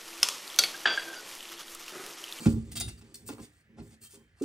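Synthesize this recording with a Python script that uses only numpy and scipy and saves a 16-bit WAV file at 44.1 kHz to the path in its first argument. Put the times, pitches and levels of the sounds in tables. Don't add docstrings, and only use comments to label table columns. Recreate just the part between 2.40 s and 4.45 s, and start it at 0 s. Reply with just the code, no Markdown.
import sys
import numpy as np
from scipy import signal
from scipy.fft import rfft, irfft, next_fast_len
from scipy.io import wavfile
from scipy.ndimage import uniform_filter1d

SR = 44100
rng = np.random.default_rng(int(sys.argv[2]) if len(sys.argv) > 2 else 0)


def unload_wav(signal):
    wavfile.write(
        sys.argv[1],
        SR,
        np.round(np.clip(np.atleast_2d(signal).T, -1, 1) * 32767).astype(np.int16),
    )


def decibels_to_gain(level_db):
    exponent = np.asarray(level_db, float) / 20
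    return 10 ** exponent


N = 90228


def evened(x):
    return x / np.sqrt(np.mean(x ** 2) + 1e-20)


def read(points, hz):
    f, value = np.transpose(points)
    return np.interp(np.log(hz + 1), np.log(f + 1), value)


def add(mix, start_s, sound):
    part = mix[max(round(start_s * SR), 0):][:len(sound)]
    part += sound[:len(part)]


def shaped(x, gain):
    size = next_fast_len(x.shape[-1] + 2048)
    spectrum = rfft(x, size) * gain(np.fft.rfftfreq(size, 1 / SR))
    return irfft(spectrum, size)[..., :x.shape[-1]]


def coloured(x, colour, tilt_db, centre_hz):
    return shaped(x, lambda hz: decibels_to_gain(read(colour, hz) + tilt_db * np.log2((hz + 20) / centre_hz)))


def ring(modes, tilt_db=0, lag_cycles=0, scatter_db=0, count=1, centre_hz=4000, free=1):
    t = np.arange(SR // 2) / SR
    hz, level_db, t60_s = np.transpose(modes)[:, :, None]
    level_db = level_db + tilt_db * np.log2(hz / centre_hz) + scatter_db * rng.standard_normal(hz.shape)
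    sign = (-1.) ** (np.arange(len(modes)) // count)
    decay = decibels_to_gain(level_db - 60 * t / (free * t60_s))
    swell = 1 - np.exp(-t * hz / (lag_cycles + 0.021))
    return sign @ (decay * swell * np.sin(2 * np.pi * hz * t))


def blows(rows, modes, width_s, lag_cycles, count):
    out = np.zeros(N)
    push = np.hanning(round(width_s * SR) + 3)
    for start_s, level_db, tilt_db, free in rows:
        body = ring(modes, tilt_db, lag_cycles, count=count, centre_hz=297, free=free)
        add(out, start_s, decibels_to_gain(level_db) * signal.fftconvolve(body, push / push.sum()))
    return out


def strokes(rows, drive, colour, centre_hz, t60_s, tail_db, tail_t60_s):
    out, t = np.zeros(N), np.arange(N) / SR
    for start_s, rise_s, hold_s, level_db, tilt_db in rows:
        a = max(round((start_s - .05) * SR), 0)
        u = t[a:a + SR // 2] - start_s
        after = np.maximum(u - rise_s - hold_s, 0)
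        fall = decibels_to_gain(-60 * after / t60_s) + decibels_to_gain(tail_db - 60 * after / tail_t60_s)
        shape = np.clip(u / rise_s, 0, 1) ** 2 * fall
        tone = coloured(drive[a:a + SR // 2], colour, tilt_db, centre_hz)
        out[a:a + SR // 2] += decibels_to_gain(level_db) * shape * evened(tone)
    return out


# mode_hz, level_db, t60_s
BASKET_MODES = [(66, 0.5, 0.33), (99, 7, 0.23), (120.2, 5, 0.23), (154.2, 1.5, 0.16), (204, 8.5, 0.11),
                (223.4, 1.5, 0.63), (263, 0, 0.16), (303.3, -1.5, 0.31), (348, -9, 0.23), (399.7, -8, 0.53),
                (542, -16.5, 0.5)]
# start_s, level_db, tilt_db_per_octave, share_of_free_ring_time
LANDINGS = [
    (.0575, -26.5, -1.5, 0.93),
    (.0635, -19, 2.5, 0.44),
    (.0715, -28, 3.5, 0.43),
    (.0765, -33.5, 0, 0.74),
]


def knock():
    return blows(LANDINGS, BASKET_MODES, width_s=0.0015, lag_cycles=0.43, count=2)


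# mode_hz, level_db, t60_s
FLEX_MODES = [(277.7, 9, .15), (293, 3.5, 0.433), (363.5, 7.5, 0.072), (436, -1.5, 0.214), (531, -10, 0.14),
              (746, -31, 0.37), (805, -27.5, 0.21)]
# start_s, level_db, tilt_db_per_octave, share_of_free_ring_time
PLATE_SNAPS = [
    (.611, -62.5, -19, 0.44),
    (.888, -40.5, 12.5, 0.28),
    (.926, -50, 15, 0.51),
    (.985, -54, 15.5, 0.87),
    (.998, -60, 13, 0.64),
    (1.39, -62, -3, 0.76),
    (1.41, -63, -3, 0.49),
    (2.011, -31, 3.5, 0.92),
]


def snaps():
    return blows(PLATE_SNAPS, FLEX_MODES, width_s=0.0014, lag_cycles=0.497, count=1)


# mode_hz, level_db, t60_s
PLATE_MODES = [(700, -14, .06), (2044, -12, .1), (2789, -10, .35), (3151, -10, .15), (3282, -7, .13),
               (3576, -10, .14), (3711, -6, .42), (4005, -8, .09), (4683, -4, .16), (5371, -6, .12),
               (6180, -5, .08), (7090, -3, .05), (7542, -10, .08), (9051, -7, .22)]
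# start_s, level_db, tilt_db_per_octave, share_of_free_ring_time
EDGE_TAPS = [(.316, -62, -0.5, .15), (0.355, -45, -2, 0.97), (.3685, -42.5, -1.5, 0.88),
             (.372, -54.5, -5, 0.39), (.3755, -48.5, -3, 0.88), (0.4, -47.5, 13.5, 1.26),
             (0.4057, -41.5, 5.5, 0.91), (.408, -38.5, 5, 1.14), (0.41, -42.5, -5.5, 0.65),
             (.416, -50, 1.5, 0.66), (.485, -53, 4.5, 0.57), (.877, -77, 14, 0.34), (.888, -50, -2.5, .25)]
# start_s, # level_db, pitch_hz, t60_s
SINGLE_TONES = [(.357, -44, 8870, .07), (.37, -46, 2046, .09), (.37, -45, 3284, .15), (.37, -47, 2676, .1),
                (.41, -55, 2789, .45), (.41, -60, 2850, .4), (.408, -46, 6700, .05), (.412, -50, 4527, .18),
                (.41, -50, 700, .09), (.48, -58, 2740, .15), (.48, -55, 1700, .08), (.745, -46, 4450, .07),
                (.755, -52, 5371, .11), (.888, -46, 1040, .08), (.8975, -34, 300, .03),
                (.9047, -25, 285, .045), (.925, -58, 1080, .1), (.987, -50, 1030, .055),
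                (1.39, -60, 2050, .07), (1.395, -64, 4250, .06), (.575, -62, 4700, .08),
                (1.657, -59, 3152, .24), (1.76, -69, 3152, .55), (2.036, -52, 3120, .1)]
# pitch_hz, level_db
CONTACT_COLOUR = [(300, -40), (700, -10), (2000, -11), (9300, -2), (10500, -19), (12200, -11), (13900, -21),
                  (15500, -10), (16300, -45)]
CATCH_S, CATCH_T60_S = .483, 0.042
CRACK_DB, CRACK_T60_S = 9, .018


def clinks():
    out, t = np.zeros(N), np.arange(SR // 20) / SR
    for start_s, level_db, tilt_db, free in EDGE_TAPS:
        held = np.maximum(np.arange(SR // 2) / SR + start_s - CATCH_S, 0) * (start_s < CATCH_S)
        caught = decibels_to_gain(level_db - 60 * held / CATCH_T60_S)
        add(out, start_s, caught * ring(PLATE_MODES, tilt_db, scatter_db=2, free=free))
        crack = rng.standard_normal(len(t)) * decibels_to_gain(level_db + CRACK_DB - 60 * t / CRACK_T60_S)
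        add(out, start_s, coloured(crack, CONTACT_COLOUR, tilt_db, 4000))
    for start_s, level_db, pitch_hz, t60_s in SINGLE_TONES:
        add(out, start_s, ring([(pitch_hz, level_db, t60_s)], lag_cycles=0.89))
    return out


# start_s, rise_s, hold_s, level_db, tilt_db_per_octave
RUB_STROKES = [(0, 0.0011, 0.072, -49.5, -0.5), (.0555, .002, 0.015, -41, -5.5),
               (.08, 0.012, 0.036, -52.5, 1.5), (.315, 0.00031, 0.016, -51.5, 0.5),
               (.355, 0.0057, 0.022, -40, 1.5), (.396, 0.0067, 0.012, -40, 0), (.43, 0.0039, 0.043, -67, 1),
               (.475, 0.0054, 0.013, -50, -2), (.57, 0.0085, .015, -66, -1),
               (.611, 0.0011, 0.0092, -60, -5), (.63, 0.013, 0.091, -71, -4.5),
               (.74, 0.0036, 0.015, -50, 4), (.85, .032, 0.0029, -45.5, 6), (.887, 0.00081, 0.016, -49, -5),
               (.91, 0.0072, 0.019, -58.5, -3), (.96, 0.065, 0.028, -58, 0.5),
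               (1.1, 0.034, 0.079, -76, -0.5), (1.36, 0.027, 0.019, -59.5, -7), (1.4, 0.034, 0.065, -70, 2),
               (1.5, 0.0077, 0.037, -66.5, -1.5), (1.6, 0.025, 0.048, -56, 3),
               (1.68, 0.028, 0.048, -60.5, 3), (1.73, 0.017, 0.014, -62.5, -1),
               (1.77, 0.0054, 0.02, -90, 7), (1.94, 0.058, 0.063, -66.5, -3.5),
               (2.01, 0.015, 0.015, -51.5, 0), (.13, 0.031, 0.15, -69.5, -3), (.76, 0.055, 0.14, -77, -6),
               (.975, 0.0097, 0.017, -57, -8), (1.35, 0.032, 0.018, -63, -12)]
GRIT_PER_S, GRIT_DB = 5000, 3.2
RUB_RING_DB = -2.5


def rubs():
    hiss = rng.standard_normal(N)
    grain_size = decibels_to_gain(GRIT_DB * np.minimum(rng.exponential(1, N), 4))
    grit = hiss * (0.13 + grain_size * (rng.random(N) < GRIT_PER_S / SR))
    out = 0
    for patch, (a, b, c) in enumerate(rng.random((4, 3, 50))):
        modes = np.transpose([600 + 15400 * a ** 1.3, 8 * b, 0.026 + 0.061 * c])  # Hz, dB, t60 s
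        rung = signal.fftconvolve(grit, ring(modes))[:N]
        drive = evened(np.roll(grit, patch * SR // 4)) + decibels_to_gain(RUB_RING_DB) * evened(rung)
        out = out + strokes(RUB_STROKES[patch::4], drive, CONTACT_COLOUR, 4000,
                            t60_s=0.047, tail_db=-12, tail_t60_s=.4)
    return out


# start_s, rise_s, hold_s, level_db, tilt_db_per_octave
WEIGHT_SHIFTS = [(0, 0.0025, 0.014, -41.5, 8), (.1, 0.0033, 0.065, -29, -3.5),
                 (.24, 0.033, 0.07, -45.5, -2), (.35, 0.04, 0.089, -41.5, -4), (.5, 0.014, 0.1, -56, -2.5),
                 (.61, 0.022, 0.13, -59, 2.5), (.76, 0.049, 0.13, -56, 0), (.915, 0.0044, 0.05, -56, 10.5),
                 (.975, 0.022, 0.014, -47, 2), (1.28, 0.012, 0.062, -61, 2.5),
                 (1.34, 0.065, 0.015, -43.5, 1.5), (1.45, .01, 0.024, -64, -0.5),
                 (1.5, 0.026, 0.021, -60.5, 2.5), (1.6, 0.02, 0.012, -60.5, -3.5),
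                 (1.72, 0.016, 0.044, -59.5, 8.5), (1.8, 0.012, 0.0084, -68.5, 6)]
# pitch_hz, level_db
THUD_COLOUR = [(15, -45.5), (25, -9), (107, 4.5), (146, 2.5), (228, -3), (408, -9.5), (659, -30.5),
               (1050, -23), (1500, -58), (1950, -86.5), (3300, -120)]
THUD_RING_DB = 3


def thuds():
    push = rng.standard_normal(N)
    damped = [(hz, 0, t60_s * 0.4) for hz, level_db, t60_s in BASKET_MODES]
    rung = signal.fftconvolve(push, ring(damped))[:N]
    low = shaped(push, lambda hz: 1 / (1 + (hz / 1800) ** 4))
    drive = evened(low) + decibels_to_gain(THUD_RING_DB) * evened(rung)
    return strokes(WEIGHT_SHIFTS, drive, THUD_COLOUR, 150, t60_s=0.25, tail_db=-44.5, tail_t60_s=0.66)


# pitch_hz, level_db
ROOM_COLOUR = [(25, -10.5), (55, 12.5), (85, 7), (540, -17), (1060, -27.5), (1800, -9.5), (2700, -21),
               (9000, -36)]
ROOM_DB = -66.5


def kitchen():
    hz, _, z = signal.stft(rng.standard_normal(N), SR, nperseg=1024)
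    patches = uniform_filter1d(rng.standard_normal(z.shape), 10, 0)
    patches = evened(uniform_filter1d(patches, 6, 1))
    z = z * decibels_to_gain(read(ROOM_COLOUR, hz)[:, None] + 0.99 * patches)
    return decibels_to_gain(ROOM_DB) * evened(signal.istft(z, nperseg=1024)[1][:N])


def scattered(x, t60_s):
    taps = rng.standard_normal(SR // 2) * decibels_to_gain(-60 * np.arange(SR // 2) / SR / t60_s)
    return signal.fftconvolve(x, taps / np.linalg.norm(taps))[:N]


# pitch_hz, side_minus_mid_db
SIDE_LEVEL = [(60, -20), (150, -15), (380, -14), (950, -7), (2380, 2.5), (5980, -5), (15000, 3.5)]
# pitch_hz, in_phase_side_gain
SIDE_LEAN = [(60, -0.039), (150, -0.077), (500, -.05), (1200, -.15), (3000, 0.03)]
# pitch_hz, share
SIDE_DIFFUSE = [(100, .3), (700, .6), (2000, .85), (5000, .8), (10000, .45)]


def stereo(mid):
    def share(hz):
        return np.clip(read(SIDE_DIFFUSE, hz), 0, 1)

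    def turned(hz):
        return read(SIDE_LEAN, hz) - 1j * decibels_to_gain(read(SIDE_LEVEL, hz)) * np.sqrt(1 - share(hz) ** 2)

    side = shaped(mid, turned)
    side = side + shaped(scattered(mid, t60_s=.12), lambda hz: decibels_to_gain(read(SIDE_LEVEL, hz)) * share(hz))
    return np.array([mid + side, mid - side])


def scene():
    bright = rubs() + clinks()
    mid = knock() + snaps()
    mid = mid + bright + decibels_to_gain(-11) * scattered(bright, t60_s=.26) + thuds() + kitchen()
    return stereo(mid)


SHUT_HZ = 9900
SHUT_BELOW_DB, SHUT_FLOOR_DB = -8.5, -108
SHUT_PATCH_DB = 4


def top_cut(x):
    return signal.sosfilt(signal.butter(12, 17030, fs=SR, output="sos"), x)


def record(dry):
    x = signal.sosfilt(signal.butter(4, 45, "high", fs=SR, output="sos"), dry)
    hz, _, z = signal.stft(x, SR, nperseg=1024)
    power = (abs(z[:, :512]) ** 2).mean(0).reshape(32, 16, -1).mean(1)
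    level_db = 10 * np.log10(uniform_filter1d(power, size=3, axis=1) + 1e-20)
    limit_db = np.maximum(level_db[6:14].mean(0) + SHUT_BELOW_DB, SHUT_FLOOR_DB)
    wander = evened(uniform_filter1d(rng.standard_normal(power.shape), size=5, axis=1))
    weak = level_db < limit_db + SHUT_PATCH_DB * wander
    shut = np.repeat(weak, repeats=16, axis=0) & (hz[:512, None] > SHUT_HZ)
    z[:, :512] *= ~shut
    mix = signal.istft(z, nperseg=1024)[1][:, :N]
    return top_cut(mix)


dry = scene()
out = record(dry)
unload_wav(out)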